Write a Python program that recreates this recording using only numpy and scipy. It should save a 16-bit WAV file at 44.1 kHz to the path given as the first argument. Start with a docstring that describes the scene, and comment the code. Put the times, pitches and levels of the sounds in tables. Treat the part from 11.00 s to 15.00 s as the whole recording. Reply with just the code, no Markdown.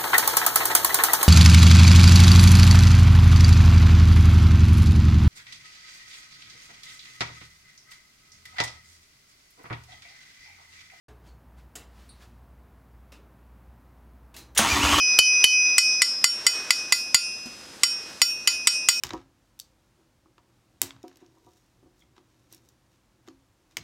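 """Ventilation and mains hum in a quiet workshop, then a V8 starting in its open bay; close, mono.
Switches and relays click; something rustles and squeaks briefly. At 3.56 s the pinion slams in.
The starter's gears whine and rattle, with a falling growl as each compression brakes them.
Cylinder strokes thump the exhaust pipe, and the first to fire bark."""
import sys
import numpy as np
from scipy import signal
from scipy.fft import rfft, irfft
from scipy.io import wavfile
from scipy.ndimage import map_coordinates

SR = 44100
rng = np.random.default_rng(int(sys.argv[2]) if len(sys.argv) > 2 else 0)


def master(y):
    """Save y as 16-bit WAV."""
    cut = np.clip(np.atleast_2d(y).T, -1, 1)
    pcm = np.round(cut * 32767)  # scale
    wavfile.write(sys.argv[1], SR, pcm.astype(np.int16))


N = 176400


def amp(db):
    """Decibels to gain."""
    return 10 ** (np.asarray(db) / 20)


def unit(x):
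    """Scale to rms 1."""
    return x / np.sqrt(np.mean(x ** 2) + 1e-20)


def along(points, hz):
    """Interpolate (Hz, value) points on a log axis."""
    point_hz, values = np.transpose(points)
    return np.interp(np.log(hz + 1), np.log(point_hz + 1), values)


def since(s):
    """Seconds since s, zero before."""
    return np.maximum(np.arange(N) / SR - s, 0)


def curves(rows):
    """One value per sample for each column after the time."""
    times_s, *columns = np.transpose(rows)
    return [np.interp(since(0), times_s, column) for column in columns]


def wobble(rate_hz):
    """Smooth random curve, rate_hz knots a second."""
    return map_coordinates(rng.standard_normal(int(N * rate_hz / SR) + 4), [since(0) * rate_hz])


def noise(colour, tilt_db_per_oct=0, ripple_db=0):
    """Coloured noise, rms 1, tilted above 700 Hz; ripple stands for close resonances of metal parts."""
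    spacing_hz, bass_corner_hz = 44.83, 960
    hz = np.fft.rfftfreq(N, 1 / SR)
    octaves = np.log2(np.maximum(hz, 700))
    ripple = np.interp(hz / spacing_hz, np.arange(SR), rng.standard_normal(SR))
    ripple *= hz / np.hypot(hz, bass_corner_hz)
    shape_db = along(colour, hz) + tilt_db_per_oct * octaves + ripple_db * ripple
    return unit(irfft(rfft(rng.standard_normal(N)) * amp(shape_db), N))


def decay(s, t60_s, rise_s=0.00045):
    """Quick rise at s, exponential fall."""
    t = since(s)
    return np.exp(-np.log(1000) * t / t60_s) * (1 - np.exp(-t / rise_s))


def ring(s, modes, width):
    """Resonances struck at s, each blurred over width times its frequency."""
    out = np.zeros(N)
    for hz, db, t60_s in modes:
        phase = 2 * np.pi * hz * since(s)
        band = wobble(width * hz) * np.sin(phase) + wobble(width * hz) * np.cos(phase)
        out += amp(db) * decay(s, t60_s, rise_s=0.00051) * band
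    return out


def knock(s, colour, tilt_db_per_oct, t60_s, room_db):
    """Dense burst of ringing plus the workshop's tail, whose treble dies first."""
    # Each row: frequency in Hz, room t60 in seconds.
    room = [(200, 1), (2500, 0.34), (7000, 0.25), (14000, 0.2)]
    hz, t, spectra = signal.stft(noise(colour, tilt_db_per_oct, ripple_db=4.5), SR, nperseg=256)
    fall = np.exp(-np.log(1000) * np.maximum(t - s, 0) / along(room, hz)[:, None])
    onset = 1 - np.exp(-since(s) / 0.0018)
    tail = signal.istft(spectra * fall, SR, nperseg=256)[1][:N] * onset
    return noise(colour, tilt_db_per_oct) * decay(s, t60_s) + amp(room_db) * tail


def bay(x, echo_db=-4):
    """Echoes between the bay's metal panels smear a gliding tone into broken strands."""
    echoes = rng.standard_normal(N) * decay(0, t60_s=.07)
    return x + amp(echo_db) * signal.fftconvolve(x, echoes / np.linalg.norm(echoes))[:N]


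def workshop():
    """Ventilation and a slightly unsteady mains hum."""
    # Each row: frequency in Hz, relative noise density in dB.
    air_colour = [(25, -54), (48, -11.5), (64, 0), (90, -10), (230, -12.5), (445, -22.5), (950, -21.5),
                  (1600, -29), (3500, -42), (7700, -48), (15500, -43)]
    air_db, hum_hz, hum_db, octave_db = -56, 59.4, -54.5, -12
    phase = 2 * np.pi * hum_hz * since(0) + 0.1 * wobble(22.35)
    hum = np.sin(phase) + amp(octave_db + 2.4 * wobble(5.84)) * np.sin(2 * phase)
    return amp(air_db) * noise(air_colour) + np.sqrt(2) * amp(hum_db) * hum


def handling():
    """Soft rustles and one short, high squeak."""
    # Each row: peak time in seconds, level in dB, rise and fall in seconds per 20 dB.
    rustles = [(.275, -60.5, 0.069, 0.076), (.585, -61.5, 0.027, 0.095), (1.0, -60, 0.17, 0.42),
               (1.224, -55, 0.038, 0.077)]
    # Each row: frequency in Hz, relative level in dB.
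    rustle_colour = [(150, -3), (1500, 1), (5000, -5.5), (15000, -18)]
    # Each row: frequency in Hz, relative level in dB, t60 in seconds.
    squeak_modes = [(4130, -4, 0.34), (4400, -5, 0.12), (9220, 0.5, 0.18)]
    squeak_s, squeak_db = 1.091, -53
    t = since(0)
    swell = sum(amp(db - 20 * np.maximum((s - t) / rise_s, (t - s) / fall_s))
                for s, db, rise_s, fall_s in rustles)
    return swell * noise(rustle_colour) + amp(squeak_db) * ring(squeak_s, squeak_modes, width=0.25)


def switches():
    """Switch and relay contacts snap and ring, each at its own pitch; the main switch's body rings too."""
    # Each row: start in seconds, level in dB, tilt in dB/octave, ring pitch in Hz, relative ring in dB.
    clicks = [(0.084, -53, -4.5, 433, -3), (0.275, -61, -5, 4360, -5.5), (0.754, -40, 0.5, 447, -14),
              (2.12, -49, -2, 2650, -10), (3.3415, -47.5, -1.5, 2663, -8), (3.364, -41, 1.5, 4000, -10),
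              (3.385, -48.5, 2, 4040, -8), (3.5493, -40.5, 2, 7300, -5)]
    # Each row: frequency in Hz, relative level in dB.
    click_colour = [(100, -25), (300, 4.5), (750, -5), (1500, -4), (2700, -3), (4000, -3.5), (8000, -5),
                    (15500, -12)]
    # Each row: multiple of the ring pitch, relative level in dB, t60 in seconds.
    contact_modes = [(1, 0.5, 0.28), (1.5, -9, 0.39), (1.748, -12, 0.27)]
    # Each row: frequency in Hz, relative level in dB, t60 in seconds.
    main_modes = [(730, -11.5, 0.38), (2830, -14, 0.38), (6850, -1.5, 0.12), (7800, 10, 0.032)]
    main_s, main_db = .755, -42.5
    out = np.zeros(N)
    for s, db, tilt, ring_hz, ring_db in clicks:
        snap = knock(s, click_colour, tilt, t60_s=0.056, room_db=-2.5)
        modes = [(ratio * ring_hz, mode_db, t60_s) for ratio, mode_db, t60_s in contact_modes]
        out += amp(db) * (snap + amp(ring_db) * ring(s, modes, width=.12))
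    return out + amp(main_db) * ring(main_s, main_modes, width=0.16)


def pinion():
    """The solenoid throws the pinion into the ring gear; the kick rocks the block on its mounts."""
    # Each row: start in seconds, level in dB, tilt in dB/octave, t60 in seconds.
    slams = [(3.562, -34.5, -4, 0.089), (3.57, -28.5, -5, 0.1), (3.5755, -9.5, 4, 0.016),
             (3.577, -12.5, 6, 0.072), (3.590, -17, -7.5, 0.066)]
    # Each row: frequency in Hz, relative level in dB.
    slam_colour = [(100, -22), (250, -21), (1000, -0.5), (3300, 3), (4800, -6.5), (6200, 1.5), (7500, -7.5),
                   (10000, -5), (11500, -18), (15500, -22)]
    kick_s, kick_db, mount_hz = 3.594, -18, 221
    kick = decay(kick_s, t60_s=0.098, rise_s=0.0022) * np.sin(2 * np.pi * mount_hz * since(kick_s))
    impacts = sum(amp(db) * knock(s, slam_colour, tilt, t60_s, room_db=-8)
                  for s, db, tilt, t60_s in slams)
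    return amp(kick_db) * kick + impacts


def starter():
    """Gear whine, backlash knocks tied to the shaft, and grinding teeth."""
    # Each row: time in seconds, gear mesh rate in Hz, whine level in dB.
    run = [(3.67, 1040, -46), (3.69, 1115, -29.5), (3.716, 1228, -24.5), (3.742, 1120, -31.5),
           (3.76, 910, -29), (3.79, 1060, -44), (3.813, 1260, -29), (3.834, 1520, -25), (3.853, 1330, -35),
           (3.875, 1225, -26), (3.89, 1400, -31), (3.908, 1540, -25.5), (3.975, 1530, -24),
           (4.0, 1600, -31)]
    # Each row: multiple of the mesh rate, relative level in dB.
    partials = [(2, 2), (4, -4.5), (5, -3.5), (6, -9.5)]
    # Gear load. Each row: time in seconds, rattle level in dB.
    load = [(3.572, -45), (3.592, -26), (3.71, -25), (3.76, -24), (3.815, -27), (3.87, -24), (4.0, -23.5)]
    # Each row of both: frequency in Hz, relative level in dB.
    rattle_colour = [(30, -15), (110, 0), (160, -8.5), (240, 0.5), (380, -2), (470, -13), (750, -6),
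                     (950, 2.5), (1250, 0), (1600, -3.5), (2800, -4), (4500, -15.5), (9000, -39)]
    grind_colour = [(800, -51), (3500, 0.5), (6500, 0.5), (10500, -10), (15500, -16)]
    teeth, knock_t60_s, grind_db = 11, 0.03, -4.5
    roughness, squeal_fade_db_per_s = .45, 42
    mesh_hz, whine_db = curves(run)
    rattle_db, = curves(load)
    turning = since(load[0][0]) > 0

    chatter = .06 * (mesh_hz / mesh_hz.max()) ** 10  # pitch jitter grows with speed
    cycles = np.cumsum(mesh_hz * (1 + chatter * wobble(600))) / SR
    squeal = amp(-squeal_fade_db_per_s * since(run[0][0]))  # upper partials fade as the pinion seats
    whine = np.zeros(N)
    for k, db in partials:
        gain = amp(db) * (squeal if k > 2 else 1) * (1 + roughness * wobble(350))
        whine += gain * np.sin(2 * np.pi * round(k) * cycles)

    shaft_turns = cycles / teeth + 0.201 * wobble(90)
    since_knock_s = (shaft_turns % 1) * teeth / mesh_hz
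    knocks = np.exp(-np.log(1000) * since_knock_s / knock_t60_s)
    metal = noise(rattle_colour, ripple_db=4.5) + amp(grind_db) * noise(grind_colour, ripple_db=4.5)
    rattle = unit(1 + knocks) * metal  # steady grinding under the knocks
    return bay(turning * amp(whine_db) * whine) + turning * amp(rattle_db) * rattle


def frame():
    """The frame drones unsteadily once the crank turns freely."""
    start_s, hz, db = 3.74, 289.7, -30.5
    sway_db, sway_rad = 2.5, .6
    onset = np.minimum(since(start_s) * hz, 1)
    gain = onset * amp(db + sway_db * wobble(40))
    return gain * np.sin(2 * np.pi * hz * since(0) + sway_rad * wobble(40))


def growl():
    """A rough tone that sinks as each compression brakes the starter."""
    # Each row: start in seconds, level in dB.
    compressions = [(3.596, -29), (3.638, -24.5), (3.678, -28), (3.752, -25), (3.830, -19), (3.918, -22)]
    start_hz, sag_oct_per_s, roughness = 1200, 7, .55
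    out = np.zeros(N)
    for s, db in compressions:
        cycles = np.cumsum(start_hz * 2 ** (-sag_oct_per_s * since(s))) / SR
        tone = np.sin(2 * np.pi * cycles + roughness * wobble(300)) * (1 + roughness * wobble(300))
        out += amp(db) * decay(s, t60_s=.2, rise_s=.008) * tone
    return bay(out)


def cylinders():
    """Each stroke thumps the exhaust pipe; those that fire also bark."""
    # Each row: start in seconds, thump level in dB, bark level in dB.
    strokes = [(3.718, -24.5, -53), (3.83, -23, -17.5), (3.847, -29, -23.5), (3.883, -29, -27),
               (3.923, -26.5, -17.5), (3.978, -32, -17.5)]
    # Each row: frequency in Hz, relative level in dB.
    bark_colour = [(100, -22), (400, -9), (1200, -1), (4000, -12.5), (7000, -13.5), (15500, -34)]
    pipe_hz, flutter_db = 70.5, 4.84
    out = np.zeros(N)
    for s, thump_db, bark_db in strokes:
        pulse = decay(s, 0.16, 0.023) ** 2
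        pulse /= pulse.max() + 1e-9
        out += amp(thump_db) * pulse * np.sin(2 * np.pi * pipe_hz * since(s))
        bark = amp(flutter_db * wobble(500)) * noise(bark_colour, ripple_db=4.5)
        out += amp(bark_db) * decay(s, t60_s=0.12, rise_s=0.0055) * bark
    return out


def scene():
    """All sources at one microphone, the same on both channels."""
    mono = workshop() + switches() + handling() + pinion() + starter() + frame() + growl() + cylinders()
    return np.array([mono, mono])


def record(dry):
    """The band-limited microphone comes on just after the start."""
    on_s, top_hz = .083, 15750
    lowpass = signal.cheby1(14, .1, top_hz, fs=SR, output="sos")
    return signal.sosfilt(lowpass, dry * (since(on_s) > 0))


dry = scene()
out = record(dry)
master(out)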